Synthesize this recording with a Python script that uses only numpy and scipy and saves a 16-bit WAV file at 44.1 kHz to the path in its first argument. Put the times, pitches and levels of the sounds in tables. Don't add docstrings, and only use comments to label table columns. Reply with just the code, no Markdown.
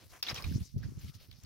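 import sys
import numpy as np
from scipy import signal
from scipy.fft import rfft, irfft
from scipy.io import wavfile
from scipy.ndimage import uniform_filter1d

SR = 44100
rng = np.random.default_rng(int(sys.argv[2]) if len(sys.argv) > 2 else 0)


def how_loud(loudness_db):
    steps = np.asarray(loudness_db, float) / 20
    return 10 ** steps


def master(y):
    cut = np.clip(np.atleast_2d(y).T, -1, 1)
    pcm = np.round(cut * 32767)
    wavfile.write(sys.argv[1], SR, pcm.astype(np.int16))


N = 63945

# (frequency [Hz], gain [dB])
WOOD_RESPONSE = [(380, -2.5), (800, -9), (1100, -7.5), (1600, -8), (2500, -6), (5500, -3.5), (7600, -19.5),
                 (13500, -17.5)]
PORT_LAG_S, PORT_SHARED_POWER = 0.00008, 0.67
TREBLE_PAN_DB = 10.5


def noise(*shape):
    return rng.standard_normal(shape)


def unit(x):
    return x / np.sqrt(np.mean(x ** 2))


def colour(x, points):
    hz, db = np.array(points, float).T
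    bin_hz = np.arange(1025) * SR / 2048
    log_gain = np.interp(np.log(bin_hz + 1), np.log(hz), db) * np.log(10) / 20
    cepstrum = irfft(log_gain)
    cepstrum[1:1024] *= 2
    cepstrum[1025:] = 0
    impulse = irfft(np.exp(rfft(cepstrum)))[None, :1024]
    return signal.fftconvolve(x, impulse)[:, :x.shape[1]]


def band(x, lo_hz, hi_hz):
    return signal.sosfilt(signal.butter(2, [lo_hz, hi_hz], "band", fs=SR, output="sos"), x)


def ports(count):
    source = noise(count + 64)
    lag = int(PORT_LAG_S * SR * rng.uniform(0, 2.4))
    shared = np.array([source[lag:lag + count], source[:count]])
    return np.sqrt(PORT_SHARED_POWER) * shared + np.sqrt(1 - PORT_SHARED_POWER) * noise(2, count)


def walk(rate_hz):
    k = int(SR / rate_hz)
    return unit(uniform_filter1d(uniform_filter1d(noise(N), k), k))


def port_wind(eddies, shared):
    phase_rad, widen = 1, 0.67
    swirl_db, swirl_hz = -15, 252
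    wake_db, wake_s, breeze_db = -6.5, 0.044, -66.5
    t = np.arange(N) / SR
    thump, gust = np.zeros(N), np.zeros(N)
    for s, db, hz, width_s in eddies:
        puff = how_loud(db) * np.exp(-.5 * ((t - s) / (width_s * widen / 2)) ** 2)
        thump += puff * np.cos(2 * np.pi * hz * (t - s) + phase_rad)
        gust += puff
    swirl = unit(band(band(noise(N) + 2 * shared, 93, swirl_hz), 45, 2 * swirl_hz))
    wake = uniform_filter1d(gust, int(wake_s * SR)) * how_loud(wake_db)
    rumble = unit(band(band(noise(N), 37.8, 126.8), 49, 293))
    return thump + how_loud(swirl_db) * gust * swirl + rumble * (wake + how_loud(breeze_db))


def wind():
    # (time [s], peak level [dB], frequency [Hz], width [s])
    left_eddies = [(0.06, -58, 89, 0.023), (0.129, -48.5, 91, 0.0083), (0.167, -83, 111, 0.0083),
                   (0.245, -77, 124, 0.008), (0.279, -63, 286, 0.0095), (0.332, -32, 101, 0.009),
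                   (0.388, -40.5, 117, 0.0062), (0.498, -35, 79.3, 0.065), (0.56, -16, 107, 0.0049),
                   (0.618, -28, 96.5, 0.016), (0.657, -43, 104, 0.0022), (0.769, -24.5, 128, 0.017),
                   (0.841, -47, 257, 0.015), (0.866, -37, 129, 0.027), (0.889, -35.5, 181, 0.013),
                   (0.921, -42.5, 133, 0.048), (0.977, -39.5, 99.6, 0.039), (1.011, -68, 100, 0.0057),
                   (1.046, -36, 82, 0.026), (1.096, -38, 114, 0.017), (1.172, -50, 95, 0.02),
                   (1.207, -47.5, 75.4, 0.013), (1.295, -57, 120, 0.033), (1.359, -80, 99, 0.0081)]
    right_eddies = [(0.126, -49.5, 109, 0.0097), (0.309, -49, 161, 0.0034), (0.331, -35.5, 113, 0.014),
                    (0.379, -46, 98.9, 0.15), (0.471, -31.5, 102, 0.022), (0.527, -34, 155, 0.024),
                    (0.559, -25, 123, 0.028), (0.591, -29, 129, 0.0054), (0.616, -27.5, 91.4, 0.021),
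                    (0.68, -46.5, 100, 0.013), (0.701, -46.5, 92, 0.0056), (0.767, -25, 119, 0.012),
                    (0.813, -35, 119, 0.031), (0.861, -30.5, 109, 0.021), (0.922, -33.5, 152, 0.0034),
                    (0.978, -27.5, 137, 0.0082), (1.008, -46, 96, 0.02), (1.049, -34.5, 92, 0.018),
                    (1.082, -41.5, 115, 0.031), (1.161, -39.5, 101, 0.017), (1.229, -46, 96, 0.009),
                    (1.295, -45, 96, 0.026), (1.342, -50.5, 106, 0.045), (1.388, -45.5, 134, 0.0082)]
    more_left = [
        (0.476, -39, 101, 0.033),
        (0.516, -25.5, 203, 0.0079),
        (0.582, -26, 157, 0.0034),
        (0.75, -36, 90, 0.0037),
        (0.79, -41.5, 180, 0.033),
        (1.072, -41, 110, 0.015),
        (1.445, -43.5, 88, .015),
    ]
    more_right = [
        (0.047, -58, 87.5, 0.11),
        (0.452, -35.5, 106, 0.027),
        (0.497, -33, 88, 0.078),
        (0.746, -32.5, 104, 0.011),
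        (0.786, -44, 129, 0.016),
        (.84, -37, 166, 0.016),
        (0.887, -37.5, 204, 0.021),
        (1.445, -38.5, 98, 0.0058),
    ]
    shared = noise(N)
    return np.array([port_wind(left_eddies + more_left, shared),
                     port_wind(right_eddies + more_right, shared)])


def rustle():
    # (time [s], level [dB], brightness [dB], weight of the drag [dB])
    handling = [(0, -62, 1, 7.5), (0.085, -70.5, 4.5, 0), (0.148, -62.5, 5.5, 7), (0.214, -73, 8.5, 6),
                (0.219, -100, 36, 10), (0.249, -48.5, -9.5, -3.5), (.31, -45, -1, 5), (0.338, -60.5, -2, 4),
                (0.356, -46, -2, 0.5), (.415, -58, 2, 8), (.46, -57.5, 1.5, 1.5), (.65, -65, 5.5, -5.5),
                (0.752, -74.5, 5, -6.5), (.84, -64, -2, 4.5), (0.959, -77, 10, 8), (1.02, -59.5, 0, -5),
                (1.099, -64, 4, -7.5), (1.124, -74, 6, 7), (1.155, -63, 8, -8), (1.181, -71.5, 0.5, -2),
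                (1.229, -64, 4.5, -1.5), (1.295, -73.5, 1, 1.5), (1.45, -67.5, 3.5, 0)]
    grains_per_s, grain_s, hiss_share = 1700, 0.0043, 0.53
    grain_spread_db, grain_top_db, flicker_db = 0.5, 10, 2.8
    s, level_db, bright_db, drag_db = np.array(handling, float).T
    t = np.arange(N) / SR

    grain_db = np.minimum(grain_spread_db * rng.exponential(size=N), grain_top_db)
    grains = (rng.random(N) < grains_per_s / SR) * how_loud(grain_db)
    gate = signal.lfilter([1], [1, -np.exp(-1 / (grain_s * SR))], grains)
    rub = unit(colour(ports(N) * (hiss_share + unit(gate)), WOOD_RESPONSE))

    edges_hz = [200, 680, 1900, 4000, 5800, 7800, 11500, 18000]
    parts = []
    for k, (lo_hz, hi_hz) in enumerate(zip(edges_hz[:-1], edges_hz[1:])):
        parts.append((-1) ** k * band(rub, lo_hz, hi_hz) * how_loud(flicker_db * walk(30)))
    drag = how_loud(np.interp(t, s, drag_db)) * sum(parts[:2])
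    pan_db = np.array([[.5], [-.5]]) * TREBLE_PAN_DB
    bright = how_loud(pan_db + np.interp(t, s, bright_db)) * sum(parts[4:])
    return (drag + sum(parts[2:4]) + bright) * how_loud(np.interp(t, s, level_db))


def strike(hz, treble_db, length, ring_db, spread, clean_db):
    ring_t60_s, rise_s = 0.039, 0.002
    hum_db, hum_t60_s = -17, 0.11
    crack_db, crack_t60_s = -8, 0.0059
    tail_db, tail_t60_s = -17, 0.11
    snap_db, snap_t60_s, rattle_db = -4.5, 0.033, 5
    t = np.arange(SR // 5) / SR
    port_t = t - np.array([[0], [PORT_LAG_S]])

    def fade(t60_s):
        rise = np.minimum(t / (rise_s * np.sqrt(length)), 1)
        return how_loud(-60 * t / (t60_s * length)) * rise

    order = np.arange(-2, 3)
    offsets = order + rng.uniform(-.3, .3, 5) * np.sign(order)
    modes_hz = hz * (1 + spread * offsets)
    ring = np.zeros((2, len(t)))
    for k, mode_hz in zip(order, modes_hz):
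        ring += how_loud(-8 * abs(k)) * np.sin(2 * np.pi * mode_hz * port_t + .4 * noise(2, 1))

    hum = unit(band(ports(len(t)), modes_hz[1], min(modes_hz[3], 7400)))
    rattle = how_loud(rattle_db * unit(band(noise(len(t)), 42, 340)))
    wood = unit(band(colour(ports(len(t)), WOOD_RESPONSE), 750, 19000))
    snap = unit(band(ports(len(t)), 9500, 17000)) * how_loud(np.array([[.25], [-.25]]) * TREBLE_PAN_DB)

    hit = how_loud(ring_db) * (how_loud(clean_db) * ring + hum) * fade(ring_t60_s)
    hit += how_loud(hum_db) * rattle * hum * fade(hum_t60_s)
    hit += how_loud(crack_db) * wood * fade(crack_t60_s)
    hit += how_loud(tail_db) * wood * rattle * fade(tail_t60_s)
    hit += how_loud(treble_db + snap_db) * snap * fade(snap_t60_s)
    return hit


def strikes(events, ring_db, spread, clean_db):
    out = np.zeros((2, N + SR))
    for s, db, hz, treble_db, length in events:
        hit = strike(hz, treble_db, length, ring_db, spread, clean_db)
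        start = int(s * SR)
        out[:, start:start + hit.shape[1]] += how_loud(db) * hit
    return out[:, :N]


def twig_ticks():
    # (time [s], peak level [dB], ring [Hz], treble [dB], length [1 = usual])
    tick_events = [(.506, -64, 1760, 16, 0.31), (.628, -50, 5350, 4, 0.39), (.7771, -61, 5370, 3, 3.4),
                   (.829, -49.5, 1638, -8, 0.73), (.834, -50.5, 1670, -14, 1.2),
                   (.8345, -56.5, 5200, -25, 1.8), (.841, -60, 1950, -28, 1.2), (.849, -67, 5000, -22, .5),
                   (.874, -60, 4900, -23, 0.92), (.9887, -57.5, 6440, -4, 1.5),
                   (1.016, -69, 4800, -28, 1.4), (1.1405, -64, 3470, -10, 2.4),
                   (1.273, -66, 6500, 18.5, 0.2), (1.3122, -48, 4370, 1, 0.39),
                   (1.3126, -50, 3160, -27, 0.36), (1.314, -58, 2270, -29, 0.81),
                   (1.325, -57, 3480, -1, 1.14), (1.4004, -51, 5000, -22, 0.18),
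                   (1.4351, -48.5, 6500, 4, .3), (1.447, -53.5, 4530, -8, 0.43)]
    return strikes(tick_events, ring_db=-3.5, spread=.13, clean_db=3)


def stick_knocks():
    # (time [s], peak level [dB], ring [Hz], treble [dB], length [1 = usual])
    knock_events = [(.2256, -23.5, 4893, -9, 0.63), (.2256, -28.5, 3618, -19, 0.72),
                    (.2258, -47, 1005, -21, .8), (.226, -37.5, 2670, -23, 1.08),
                    (.2258, -31.5, 5200, -1, 0.82), (.239, -46, 4080, -25, 0.7),
                    (.257, -47, 5100, -25, 0.67), (.2665, -28.5, 3490, -28, 0.56),
                    (.271, -40, 2610, -28, 1.9), (.2842, -25.5, 3790, -33, 0.52),
                    (.2875, -36, 2227, -35, 1.1), (.292, -34.5, 5000, -35, 1),
                    (.2988, -22.5, 5300, -30, 0.29), (.3005, -50.5, 2360, -30, 1.4),
                    (.304, -41, 5140, -25, 1.1), (.3085, -40.5, 1190, -10, 0.3),
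                    (.311, -52, 4760, -9, 0.92), (.318, -57, 5600, -22, 0.56), (.3435, -35.5, 5870, 0, .45),
                    (.351, -43.5, 5400, -9, 1.3), (.3605, -31.5, 3190, -15, 0.41),
                    (.361, -43, 2350, -23, 0.7), (.361, -49, 5450, -25, 0.67), (.3655, -47, 5300, -25, 1),
                    (.369, -43, 3800, -19, 1.7), (.379, -34.5, 2475, -20, 0.28),
                    (.382, -36, 3270, -23, 0.43), (.3845, -38.5, 2464, -25, 0.88),
                    (.389, -47, 1090, -42, 2.9), (.4226, -37.5, 4370, 0, 0.38),
                    (.4228, -40, 5140, -18, 0.49), (.4405, -35.5, 2424, -26, 0.91),
                    (.4405, -40, 3820, -6, 0.9), (.444, -49.5, 1100, -28, 1.4),
                    (.4655, -46.5, 4100, -30, 0.73), (.495, -58, 3110, -36, 2.2),
                    (.5222, -48.5, 1700, 4, 0.78), (.132, -61, 1020, -32, 4.7),
                    (1.055, -70.5, 1299, -12, 20.4), (1.21, -65.5, 567, -12, 3.6)]
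    return strikes(knock_events, ring_db=-12, spread=.06, clean_db=12)


def scene():
    return wind() + rustle() + twig_ticks() + stick_knocks()


def low_pass(x):
    return signal.sosfilt(signal.butter(12, 16740, fs=SR, output="sos"), x)


def record(dry):
    top_cut = signal.ellip(8, .2, 28, 15800, fs=SR, output="sos")
    return low_pass(signal.sosfilt(top_cut, dry))


dry = scene()
out = record(dry)
master(out)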